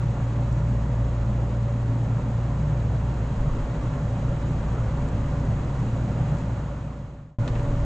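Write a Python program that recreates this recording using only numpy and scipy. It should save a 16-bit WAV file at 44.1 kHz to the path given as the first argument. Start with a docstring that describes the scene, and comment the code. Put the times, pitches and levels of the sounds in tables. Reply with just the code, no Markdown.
"""Inside a slowly rolling electric train

Shaped random noise makes the swaying car body, droning panels, wheel roar and air hiss.
Two cooling machines hum almost in unison as beating sinusoids, with a wavering whine and faint tones.
Struck modes make small ticks and knocks in the fittings.
The sound fades out over a second and comes back at once, out on the open line."""
import sys
import numpy as np
from scipy import signal
from scipy.fft import rfft, irfft
from scipy.io import wavfile
from scipy.ndimage import uniform_filter1d

SR = 44100
rng = np.random.default_rng(int(sys.argv[2]) if len(sys.argv) > 2 else 0)


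def transcribe(u):
    """Save the signal u as a 16-bit wav file named by the first command-line argument.

    u: samples, shape (n,) or (channels, n), limited to [-1, 1]; the rate is SR.
    q: integer samples, one column per channel.
    """
    v = np.clip(np.atleast_2d(u).T, -1, 1)
    q = np.round(v * 32767).astype(np.int16)
    wavfile.write(sys.argv[1], SR, q)


def undo_db(level):
    """Turn decibels back into plain size, where 20 dB means ten times bigger."""
    steps = np.asarray(level, float) / 20
    return 10 ** steps


N = 346175
T = np.arange(N) / SR  # s
BACK_S = 7.3856  # the sound returns, on the open line
OPEN = T > BACK_S

# noise spectra of the rolling car: (frequency [Hz], density [dB per Hz])
SWAY_SPECTRUM = [(8, -40), (14, -14), (20, 0), (30, -4), (42, -2), (52, -2), (62, -11), (80, -30),
                 (160, -150)]
DRONE_SPECTRUM = [(30, -70), (66, -14), (80, -10), (90, -6), (100, -6), (112, 0), (126, -1), (150, 0),
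                  (165, -7), (178, -18), (200, -30), (400, -150)]
ROAR_SPECTRUM = [(40, -12.5), (75, -0.5), (150, -6), (178, -2.5), (205, 1.5), (228, -7), (255, -1.5),
                 (288, -8.5), (310, -9.5), (420, -13.5), (530, -10.5), (640, -14.5), (1000, -16.5),
                 (1220, -20.5), (1400, -22.5), (1600, -26), (2000, -31), (3000, -70), (8000, -140)]
# air ducts and track hiss through the microphone's treble bump: (frequency [Hz], density [dB per Hz])
HISS_SPECTRUM = [(900, -19.5), (1800, 1.5), (2300, 0), (2600, -1), (3000, -3.5), (3900, -6), (4500, -10),
                 (5000, -12), (5800, -12), (6750, -7), (7600, -12), (8600, -22), (9300, -29.5),
                 (11000, -38.5), (11800, -38), (13300, -45.5), (14500, -57.5)]
# thin top hiss of the open line: (frequency [Hz], density [dB per Hz])
AIR_SPECTRUM = [(7000, -80), (9000, -4), (10300, 1), (11000, -4), (12000, -19), (15000, -79)]
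# sway over time, with one long lurch: (time [s], level [dB])
SWAY_LEVEL = [(0, -2.5), (1.3, 0), (1.9, -3.7), (3.2, -2.5), (3.5, 11), (3.85, 9.5), (4.25, 4), (4.7, 3),
              (6.4, 0.5), (7.4, -1.5)]
# floor drone over time: (time [s], level [dB])
DRONE_LEVEL = [(0, -2), (.9, -0.8), (1.5, -3), (2.4, -2.5), (2.8, 1.5), (3.7, -1.2), (4.4, 0.3), (7.4, 1)]
# course shared by wheel roar and hisses: (time [s], level [dB])
ROLL_LEVEL = [(0, 0.2), (1.3, -1), (3.0, -0.3), (3.4, 0.5), (6.3, 0.8), (7.4, 0.5)]
# low wheel growl within the roar: (time [s], level [dB])
GROWL_LEVEL = [(0, -0.5), (2, 0.5), (3.7, -0.5), (4.6, 0), (5.3, 1.5), (6.1, 1), (6.4, 0), (7.4, 0.5)]
# part of the right port unrelated to the left: (frequency [Hz], level [dB])
UNLIKE_SHARE = [(60, -40), (180, -29), (250, -17), (310, -14.5), (540, -9.5), (1000, -4.5), (1400, -3.4),
                (2000, -2.4), (3000, -1.6), (4500, -1), (5600, -2.7), (6750, -6.2), (8100, -6.5),
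                (9600, -4), (12000, -.3)]
# phase by which the left port leads the right: (frequency [Hz], phase [rad])
LEFT_LEAD = [(0, 0), (1000, 0), (1550, -.1), (2760, 1), (3620, .9), (3960, .1), (5000, -.1), (8440, 0)]
# left port over right port: (frequency [Hz], level [dB])
LEFT_OVER_RIGHT = [(0, 0), (180, 0), (310, -.4), (540, -1.1), (1600, -.9), (4800, -.6), (8300, -.2)]
# standing waves of the cabin, peaks and dips: (frequency [Hz], width [Hz], gain [dB])
CABIN_MODES = [(35, 4, -5), (76, 8, -3), (87, 5, 2), (96, 6, -3), (110, 6, 2), (152, 6, 3), (180, 8, -3),
               (194, 5, 2.5), (213, 5, 3.5), (227, 7, -4), (240, 5, -2), (255, 10, 2), (282, 6, -2),
               (310, 12, -5), (326, 6, 3), (346, 6, -2.5), (385, 12, -2), (810, 50, -1.5), (875, 20, -2.5),
               (925, 35, 2), (1160, 35, 2), (1410, 40, 2), (2780, 120, 1.5), (3250, 250, 1),
               (3620, 180, -2.5), (3840, 100, 1)]
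# octave of the second shaft: (time [s], level [dB])
OCTAVE_LEVEL = [(0, -25.5), (1.2, -27.5), (2.1, -25.5), (2.9, -31.5), (3.7, -35), (4.2, -28), (5.4, -37.5),
                (5.8, -30.5), (7.4, -39)]
# partials of the blade whine: (multiple of its pitch [1], level [dB])
WHINE_PARTIALS = [(.5, -6.5), (1, 0), (1.5, -15)]
# blade whine over time: (time [s], level [dB])
WHINE_LEVEL = [(0, 2), (.4, 2), (1, 0.5), (2.2, -1), (2.9, -1.5), (4.2, 0), (5.3, 2), (5.6, -5), (6.3, 2),
               (6.6, 0), (7.4, 2)]
# other faint tones: (frequency [Hz], level [dB])
FAINT_TONES = [(1413, -69), (1730, -74), (2040, -75), (2764, -80), (3822, -85), (4312, -88), (11800, -111),
               (12201, -115)]
# modes of a loose fitting, before the hardness tilt: (frequency [Hz], level [dB], decay by 60 dB [s])
FITTING_MODES = [(420, -7, .05), (1000, -10, .02), (1480, -2, .045), (1720, 0, .04), (2620, -2, .028),
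                 (4150, -6, .022), (5900, -13, .018), (7400, -12, .02), (8100, -20, .018),
                 (8900, -32, .018), (10400, -42, .018), (12200, -53, .02), (14000, -68, .015)]
# single blows: (time [s], blow [dB], hardness [dB per octave], left over right [dB], rise [s])
KNOCKS = [(.5257, -74, 15, -.5, .0012), (.6853, -74, 14, -2, .002), (3.1398, -71, 12, 0, .003),
          (3.30, -52, -1, 0, .004), (3.567, -66, 8, 0, .002), (3.936, -44, -5, -3, .002),
          (5.0848, -67, 12, -.5, .002), (5.7982, -62, 7, -.5, .002), (6.367, -72, 11, -.5, .003),
          (6.3825, -63, 11, -.5, .003), (7.4770, -38.5, 1, -4, .0012), (7.4845, -42, -4, -4, .002),
          (7.5538, -40.5, -5, -3, .0015), (7.560, -44, -6, -3, .002), (7.593, -41, -6, -3, .002)]

FIRST_HZ, SECOND_HZ = 57.64, 58.16  # shaft pitches
IN_STEP_S = 1.05  # the two shafts beat; here they push together
TURN = 2 * np.pi * (T - IN_STEP_S)  # phase of a 1 Hz rotation, rad


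def curve(table, t):
    """Linear interpolation: a level curve at times t."""
    return np.interp(t, *np.transpose(table))


def read(points, hz):
    """Logarithmic frequency scale: a spectrum table joined by straight lines over log frequency."""
    f, value = np.transpose(points)
    return np.interp(np.log(hz + 1), np.log(f + 1), value)


def evened(x):
    """Power normalization: scaled to rms 1."""
    return x / np.sqrt(np.mean(abs(x) ** 2) + 1e-20)


def ports(hz, near, other):
    """Partial coherence: two ports alike in the bass, partly unrelated and phase-shifted higher up."""
    unlike = np.clip(undo_db(read(UNLIKE_SHARE, hz)), 0, 1)
    right = np.sqrt(1 - unlike ** 2) * near + unlike * other
    right = right * np.exp(-1j * read(LEFT_LEAD, hz))
    half_db = read(LEFT_OVER_RIGHT, hz) / 2
    return np.array([near * undo_db(half_db), right * undo_db(-half_db)])


def wash(shape, db, size, patchy_db, flicker_db):
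    """Short-time synthesis: random spectra with drifting patches and a flicker common to all frequencies."""
    frames, hz = 4 * N // size + 6, np.fft.rfftfreq(size, 1 / SR)
    a, b, c, d, patches = rng.standard_normal((5, frames, len(hz)))
    patches = uniform_filter1d(patches, size=6, axis=0)
    patches = evened(uniform_filter1d(patches, size=10, axis=1))
    flicker = evened(uniform_filter1d(rng.standard_normal((frames, 1)), size=5, axis=0))
    gain_db = read(shape, hz) + patchy_db * patches + flicker_db * flicker
    z = ports(hz, a + 1j * b, c + 1j * d) * undo_db(gain_db)
    x = signal.istft(z.transpose(0, 2, 1), nperseg=size, noverlap=size * 3 // 4)[1][:, :N]
    return evened(x) * undo_db(db)


def roll_db():
    """Common modulation: one level course for roar and hisses, swelling by 1 dB/s on the open line."""
    return curve(ROLL_LEVEL, T) + OPEN * (0.2 + 1 * (T - BACK_S))


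def body_sway():
    """Low-frequency random vibration: the car body sways, more strongly on the open line."""
    db = -38 + curve(SWAY_LEVEL, T) + OPEN * 9.5
    return wash(SWAY_SPECTRUM, db, size=8192, patchy_db=2.0, flicker_db=1.0)


def panel_drone():
    """Panel radiation: a narrow low noise band, weaker on the open line."""
    db = -29 + curve(DRONE_LEVEL, T) + OPEN * -3
    return wash(DRONE_SPECTRUM, db, size=8192, patchy_db=0.2, flicker_db=0.3)


def wheel_roar():
    """Rolling noise: a broad roar whose part below the growl limit follows its own level."""
    growl_limit_hz = 327
    roar = wash(ROAR_SPECTRUM, -33 + roll_db(), size=2048, patchy_db=1.0, flicker_db=0.4)
    lowpass = signal.butter(4, growl_limit_hz, fs=SR, output="sos")
    growl = signal.sosfiltfilt(lowpass, roar)
    return roar - growl + growl * undo_db(curve(GROWL_LEVEL, T) + OPEN * -0.5)


def air_hiss():
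    """Turbulence noise: air ducts and track hiss as a treble band that follows the rolling."""
    return wash(HISS_SPECTRUM, -52.5 + roll_db(), size=512, patchy_db=.5, flicker_db=.5)


def shaft_hum():
    """Beating: two shafts half a hertz apart drift in and out of step, both sagging in level."""
    first = undo_db(-28.5 - 0.6 * T) * np.cos(FIRST_HZ * TURN)
    second = undo_db(-38.5 - 0.9 * T) * np.cos(SECOND_HZ * TURN)
    octave_db = curve(OCTAVE_LEVEL, T) + OPEN * 9.5
    octave = undo_db(octave_db) * np.cos(2 * SECOND_HZ * TURN + 1.44)
    return np.sqrt(2) * (first + second + octave)  # the levels are rms


def narrow_fuzz():
    """Resonant filtering: complex noise through a double pole leaves a slow random waver."""
    pole_width_hz = 16  # of each pole
    r = np.exp(-np.pi * pole_width_hz / SR)
    noise = rng.standard_normal(N) + 1j * rng.standard_normal(N)
    return evened(signal.lfilter([1], [1, -2 * r, r * r], noise))


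def blade_whine(fuzz):
    """Narrow-band modulation: the blades' partials, each a steady tone plus fuzz, waver together."""
    whine_hz, steadiness = 573.9, 2.4  # steadiness: steady tone over its fuzz
    partials = sum(
        undo_db(db) * evened(((steadiness + fuzz) * np.exp(1j * k * whine_hz * TURN)).real)
        for k, db in WHINE_PARTIALS)
    whine = undo_db(-47 + curve(WHINE_LEVEL, T) + OPEN * 3) * partials
    return whine * undo_db(read(LEFT_OVER_RIGHT, whine_hz) * np.array([[.5], [-.5]]))


def faint_tones(fuzz):
    """Interaural phase: wavering tones of fixed pitch, each reaching the two ports out of step."""
    tones = np.zeros((2, N))
    for (hz, db), lag in zip(FAINT_TONES, rng.standard_normal(len(FAINT_TONES))):
        phase = hz * TURN + np.array([[0], [1]]) * lag
        tones += undo_db(db) * evened(((1 + fuzz) * np.exp(1j * phase)).real)
    return tones


def ring(hardness_db, rise, draw):
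    """Modal decay: detuned modes roughened by a rattling contact, with a short crack and its echo."""
    t = np.arange(4096) / SR
    hz, db, t60 = np.transpose(FITTING_MODES)[:, :, None]
    db = db + hardness_db * np.log2(hz / 1700)  # a harder blow favours the treble
    detuned_hz = hz * (1 + .02 * draw[:len(hz), None])
    phase = 2 * np.pi * (detuned_hz * t + .05 * draw[-len(hz):, None])  # set off nearly together
    modes = undo_db(db - 60 * t / t60) * np.sin(phase)
    rough = 1 + .5 * evened(uniform_filter1d(uniform_filter1d(draw, size=20), size=20))
    # broadband snap of the contact, coloured like the modes
    colour = undo_db(read(np.hstack([hz, db]), np.fft.rfftfreq(len(t), 1 / SR)))
    snap = irfft(rfft(draw) * colour)
    crack_decay = undo_db(10 - 60 * t / .02)  # 60 dB in .02 s
    echo_decay = undo_db(-60 * t / .11)  # the cabin's noisy echo, 60 dB in .11 s
    onset = np.sin(np.pi / 2 * np.minimum(t / rise, 1)) ** 2
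    return (modes.sum(0) * rough + snap * (crack_decay + echo_decay)) * onset


def fitting_ticks():
    """Poisson process: faint random ticks of the fitting, in six variants spread from left to right."""
    ticks_per_s, floor_db, spread_db = 12, -80, 4
    db = floor_db + spread_db * np.minimum(rng.exponential(1, N), 4)
    size = undo_db(db) * (rng.random(N) < ticks_per_s / SR)
    kind = rng.integers(0, 6, N)
    out = np.zeros((2, N))
    for k, draw in enumerate(rng.standard_normal((6, 4096))):
        tick = ring(6, .0015, draw)  # hardness dB per octave, rise s
        out += signal.oaconvolve(size * (kind == k), tick)[:N] * undo_db([[2 - k], [k - 3]])
    return out


def fitting_knocks():
    """Impact excitation: single blows on the fitting, with reflections that differ per port."""
    out = np.zeros((2, N + 4096))
    draws = rng.standard_normal((len(KNOCKS), 2, 4096))
    for (s, db, hardness_db, pan_db, rise), draw in zip(KNOCKS, draws):
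        middle = ring(hardness_db, rise, draw[0])
        side = .5 * ring(hardness_db, rise, draw[1])
        gain = undo_db(db + np.array([[.5], [-.5]]) * pan_db)
        out[:, round(s * SR):][:, :4096] += gain * np.array([middle + side, middle - side])
    return out[:, :N]


def open_line_air():
    """Gated turbulence noise: a thin flickering top hiss, heard only on the open line."""
    return wash(AIR_SPECTRUM, -84 + roll_db(), size=512, patchy_db=-3.0, flicker_db=2.0) * OPEN


def cabin(x):
    """Room modes: standing waves raise and lower narrow bands of all the rolling noise."""
    hz = np.fft.rfftfreq(N, 1 / SR)
    gain_db = sum(db * np.exp(-(2 * (hz - f) / width) ** 2 / 2) for f, width, db in CABIN_MODES)
    return irfft(rfft(x) * undo_db(gain_db), N)


def scene():
    """Superposition: rolling noise in the cabin, cooling machines and fittings add together."""
    rolling = cabin(body_sway() + panel_drone() + wheel_roar() + air_hiss() + open_line_air())
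    fuzz = narrow_fuzz()
    machines = shaft_hum() + blade_whine(fuzz) + faint_tones(fuzz)
    return rolling + machines + fitting_ticks() + fitting_knocks()


def roll_off(x):
    """The treble ends steeply here."""
    return signal.sosfilt(signal.butter(12, 14200, fs=SR, output="sos"), x)


def record(dry):
    """Amplitude envelope: a straight one-second fade to silence, then a return within a millisecond."""
    fade_s, return_s = 1.0, .001
    fall = np.clip((BACK_S - T) / fade_s, 0, 1)
    rise = np.minimum((T - BACK_S) / return_s, 1)
    mix = dry * np.where(T < BACK_S, fall, rise)
    return roll_off(mix)


dry = scene()
out = record(dry)
transcribe(out)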